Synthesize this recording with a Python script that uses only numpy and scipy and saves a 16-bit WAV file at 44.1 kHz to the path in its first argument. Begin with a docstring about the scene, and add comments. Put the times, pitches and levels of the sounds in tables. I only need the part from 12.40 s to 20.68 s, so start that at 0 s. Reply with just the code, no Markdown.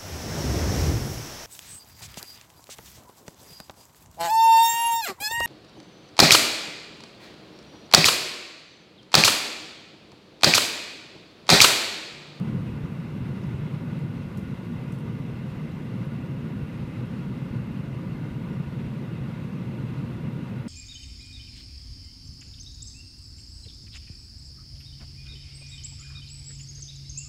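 """Inside the cabin of a high-speed train at steady speed, heard at one microphone.
From the start, shaped noise booms as wheel and rail rumble in floor and walls and rushes as air along the
windows; both are strongest at first, ease within 0.6 s, then rise and fall with the track. Random pulses thud
low in the car body, fluttering tones hum and narrow wandering noise bands whine throughout. Soft 80 Hz jolts
pass under the floor; from 1.0 to 4.5 s a small plastic holder near the microphone ticks in resonant bursts."""
import sys
import numpy as np
from scipy import signal
from scipy.fft import rfft, irfft, next_fast_len
from scipy.io import wavfile
from scipy.ndimage import uniform_filter1d, map_coordinates

SR = 44100
rng = np.random.default_rng(int(sys.argv[2]) if len(sys.argv) > 2 else 0)


def int16_out(signal):
    """Quantize to a 16-bit WAV file."""
    q = np.round(np.clip(np.atleast_2d(signal).T, -1, 1) * 32767)
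    wavfile.write(sys.argv[1], SR, q.astype(np.int16))


def ratio(d):
    """dB to gain"""
    e = np.asarray(d, float) / 20
    return 10 ** e


N = 365148  # samples


def unit(x):
    """Scales to rms 1."""
    return x / np.sqrt(np.mean(x ** 2) + 1e-20)


def along(points, hz):
    """Interpolates (f/Hz, value) points on a log frequency axis."""
    f, v = np.transpose(points)
    return np.interp(np.log(hz + 1), np.log(f + 1), v)


def wobble(knots_per_s):
    """Smooth random curve: a spline through normal random knots."""
    knots = rng.standard_normal(int(N * knots_per_s / SR) + 4)
    return map_coordinates(knots, [np.arange(N) * knots_per_s / SR])


def filtered(x, response):
    """Multiplies the spectrum of x by a response of frequency."""
    m = next_fast_len(N + SR // 2)
    return irfft(rfft(x, m) * response(np.fft.rfftfreq(m, 1 / SR)), m)[:N]


def rush(spectrum, peaks, patchy_db):
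    """Noise of rms 1: patches of random gain in time and frequency, a spectrum and resonant bumps."""
    z = signal.stft(rng.standard_normal(N + 1024), nperseg=1024)[2]
    field = uniform_filter1d(rng.standard_normal(z.shape), size=8, axis=0)
    field = uniform_filter1d(field, size=5, axis=1)
    noise = signal.istft(z * ratio(patchy_db * unit(field)), nperseg=1024)[1][:N]

    def response(hz):
        bumps_db = sum(db / (1 + (2 * (hz - centre) / width) ** 2) for centre, width, db in peaks)
        return ratio(along(spectrum, hz) + bumps_db)

    return unit(filtered(noise, response))


# track roughness as rumble gain: t/s, level/dB
TRACK_GAIN = [(0, 3), (.3, 0), (.6, -1), (1.1, 1.5), (1.8, -1), (2.2, -0.5), (2.8, -.5), (4, -0.5),
              (4.7, .5), (5.3, -.5), (6.5, -0.5), (7.2, -.5), (7.7, 0), (8.28, -1)]


def track_gain_db():
    """Roughness of the track under the wheels, linear between points."""
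    return np.interp(np.arange(N) / SR, *np.transpose(TRACK_GAIN))


# rumble through the floor, relative density: f/Hz, level/dB (per Hz)
FLOOR_SPECTRUM = [(40, -62), (70, -18), (95, -8.5), (119, -0.5), (146, -2), (190, -2.5), (233, -6.5),
                  (300, -13.5), (385, -19), (450, -20), (524, -22.5), (700, -38), (910, -60), (1540, -120)]
# cabin and panel resonances: f/Hz, width/Hz, level/dB
CABIN_RESONANCES = [(143.3, 33, 4), (235, 20, 2), (343, 45, 2.5), (523, 35, 3)]


def rumble(track_db):
    """Wheel and rail noise through floor and panels, following the track, its level wavering a little."""
    level_db = -31 + track_db + 0.45 * wobble(12) + 0.8 * wobble(40)
    return ratio(level_db) * rush(FLOOR_SPECTRUM, CABIN_RESONANCES, patchy_db=0.5)


# air along the windows, relative density: f/Hz, level/dB (per Hz)
AIR_SPECTRUM = [(320, -40), (550, -3.5), (710, -6.5), (1000, -5), (1320, -8.5), (1790, -11.5), (2400, -13),
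                (2900, -16), (3200, -18), (4200, -21.5), (5500, -27), (7500, -32.5), (11000, -37),
                (15400, -70)]
# pane and frame resonances: f/Hz, width/Hz, level/dB
WINDOW_RESONANCES = [(950, 50, 2.5), (1190, 50, 4), (1452, 100, 4.5), (2050, 164, 5.5), (2530, 150, 2),
                     (2780, 210, 3), (3800, 470, 2.5)]
TRACK_SHARE = 0.59  # share of the track gain, in dB, that reaches the air band


def air(track_db):
    """Broadband flow noise coloured by panes and frames, partly following the track."""
    level_db = -49.5 + TRACK_SHARE * track_db + 0.3 * wobble(9) + 0.5 * wobble(35)
    return ratio(level_db) * rush(AIR_SPECTRUM, WINDOW_RESONANCES, patchy_db=0.9)


# low thudding of the car body, relative response: f/Hz, level/dB
THUD_RESPONSE = [(10, -26), (20, -7), (45, -4), (70, -2), (100, 1.5), (160, -18), (300, -120)]
THUD_RMS_DB, PUSHES_PER_S = -48.5, 60


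def body_thuds():
    """Uneven track: scattered random pushes, shaped by a car body response that peaks at 100 Hz."""
    pushes = (rng.random(N) < PUSHES_PER_S / SR) * rng.standard_normal(N)
    return ratio(THUD_RMS_DB) * unit(filtered(pushes, lambda hz: ratio(along(THUD_RESPONSE, hz))))


# placed jolts: t/s, level/dB (peak of each alone)
PLACED_JOLTS = [(0.126, -30), (0.283, -39), (0.434, -25), (0.813, -30), (1.059, -33), (1.144, -27),
                (1.238, -33), (1.595, -42), (1.774, -47), (2.03, -31), (2.155, -42), (2.379, -37),
                (2.652, -36), (3.116, -33), (3.994, -35), (4.111, -39), (4.229, -26.5), (4.44, -30),
                (4.57, -40), (4.772, -42), (4.889, -43), (5.112, -31), (5.229, -38), (5.316, -43),
                (5.403, -40), (5.747, -31), (5.912, -27), (6.467, -31), (6.71, -58), (6.804, -32),
                (6.95, -39), (7.319, -39), (7.401, -34), (7.531, -33), (7.841, -31), (7.984, -38),
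                (8.209, -38)]
SMALL_JOLTS_PER_S, SMALL_JOLT_DB, SMALL_SPREAD_DB = 10, -42, 5  # the rest, at random times
JOLT_HZ, JOLT_T60_S, JOLT_ATTACK_S = 80, 0.048, 0.0035


def jolts():
    """Each jolt is one soft, quickly damped low push of the car body."""
    t = np.arange(SR // 5) / SR
    decay = ratio(-60 * t / JOLT_T60_S)
    attack = 1 - np.exp(-t / JOLT_ATTACK_S)
    push = np.sin(2 * np.pi * JOLT_HZ * t) * decay * attack
    small_peaks = ratio(SMALL_JOLT_DB + SMALL_SPREAD_DB * rng.standard_normal(N))
    blows = (rng.random(N) < SMALL_JOLTS_PER_S / SR) * small_peaks
    for start_s, peak_db in PLACED_JOLTS:
        blows[round(start_s * SR)] = ratio(peak_db)
    return signal.fftconvolve(blows, push / np.abs(push).max())[:N]


# plastic holder ticks: t/s, level/dB (of the burst before its resonance), f/Hz, width/f
HOLDER_TICKS = [(1.036, -51, 5300, .3), (1.068, -64, 10000, .9), (1.384, -65, 12000, .7),
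                (1.589, -59, 6500, .9), (1.973, -50, 8000, 1.5), (1.991, -61, 7500, 1.1),
                (2.246, -64, 11000, .9), (2.521, -52, 8200, 1.2), (2.586, -58, 9500, .5),
                (2.598, -60, 7000, .9), (3.318, -58, 5500, .7), (3.652, -61, 10500, .8),
                (4.477, -65, 7000, .9)]
SNAP_T60_S, TAIL_T60_S, TAIL_SHARE = 0.025, 0.2, 0.6
TAIL_GRAINS_PER_S, GRAIN_SAMPLES = 830, 24


def ticks():
    """Hard plastic: a noise snap and a crackling tail, cut at 0.1 s, through one broad resonance."""
    out, t = np.zeros(N + SR), np.arange(SR // 10) / SR
    f = np.fft.rfftfreq(len(t), 1 / SR)
    snap, tail = ratio(-60 * t / SNAP_T60_S), ratio(-60 * t / TAIL_T60_S)
    for start_s, db, hz, width in HOLDER_TICKS:
        hits = 1.0 * (rng.random(len(t)) < TAIL_GRAINS_PER_S / SR)
        grains = unit(0.54 + uniform_filter1d(hits, size=GRAIN_SAMPLES) * GRAIN_SAMPLES)
        burst = (snap + TAIL_SHARE * grains * tail) * rng.standard_normal(len(t))
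        damping = 1j * f * width * hz
        body = (damping / (hz * hz - f * f + damping)) ** 2  # band-pass, applied twice
        out[round(start_s * SR):][:len(t)] += ratio(db) * irfft(rfft(burst) * body, len(t))
    return out[:N]


# fuzzy whine bands: f/Hz, width/Hz (noise knots per s), level/dB (before swell)
WHINE_BANDS = [(950, 45, -68.5), (1439, 40, -65.5), (2060, 120, -71), (2570, 90, -69.5), (2720, 110, -71.5),
               (2860, 90, -73)]
PITCH_DRIFT, SWELL_DB, SWELL_KNOTS_PER_S = 0.004, 1.8, 7  # drift as share of pitch


def whine():
    """Narrow noise bands, each with its own wandering pitch and swelling strength."""
    out = np.zeros(N)
    for hz, width_hz, db in WHINE_BANDS:
        phase = 2 * np.pi * np.cumsum(hz * (1 + PITCH_DRIFT * wobble(2.5))) / SR
        band = wobble(width_hz) * np.cos(phase) + wobble(width_hz) * np.sin(phase)
        out += ratio(db + SWELL_DB * wobble(SWELL_KNOTS_PER_S)) * unit(band)
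    return out


# traction and supply tones: f/Hz, level/dB (rms before flutter), flutter/dB
HUM_TONES = [(958, -69, 2), (2700, -74, 2), (2721, -75, 2), (2760, -73, 2), (3240, -80, 2), (3359, -77, 2),
             (5339, -91, 2), (6659, -94, 2), (15000, -86, 1)]


def hum():
    """Nearly steady electrical tones with fluttering strength and drifting phase."""
    t = np.arange(N) / SR
    out = np.zeros(N)
    for hz, rms_db, flutter_db in HUM_TONES:
        level = np.sqrt(2) * ratio(rms_db + flutter_db * wobble(3.27))
        out += level * np.sin(2 * np.pi * hz * t + 1.36 * wobble(5))
    return out


# microphone self-noise, relative density: f/Hz, level/dB (per Hz)
HISS_SPECTRUM = [(3000, -10), (6000, -18), (9000, -5), (12000, -4), (15300, -4.3)]


def hiss():
    """Self-noise of the microphone."""
    return ratio(-70) * rush(HISS_SPECTRUM, [], patchy_db=0.4)


def scene():
    """All cabin sources at one microphone."""
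    track_db = track_gain_db()
    running = rumble(track_db) + air(track_db) + body_thuds()
    return (running + jolts() + ticks() + whine() + hum())[None]


def top_cut(x):
    """Nothing passes above the cut-off."""
    return signal.sosfilt(signal.butter(12, 16410, fs=SR, output="sos"), x)


MIC_LOW_HZ, MIC_TOP_HZ = 24, 15340  # -6 dB point of the bass fade; sharp upper limit


def record(dry):
    """The microphone adds hiss, thins the deepest bass and keeps nothing above its band limit."""
    def microphone(hz):
        return (hz < MIC_TOP_HZ) * hz ** 2 / (hz ** 2 + MIC_LOW_HZ ** 2)

    mix = filtered(dry[0] + hiss(), microphone)[None]
    return top_cut(mix)


dry = scene()
out = record(dry)
int16_out(out)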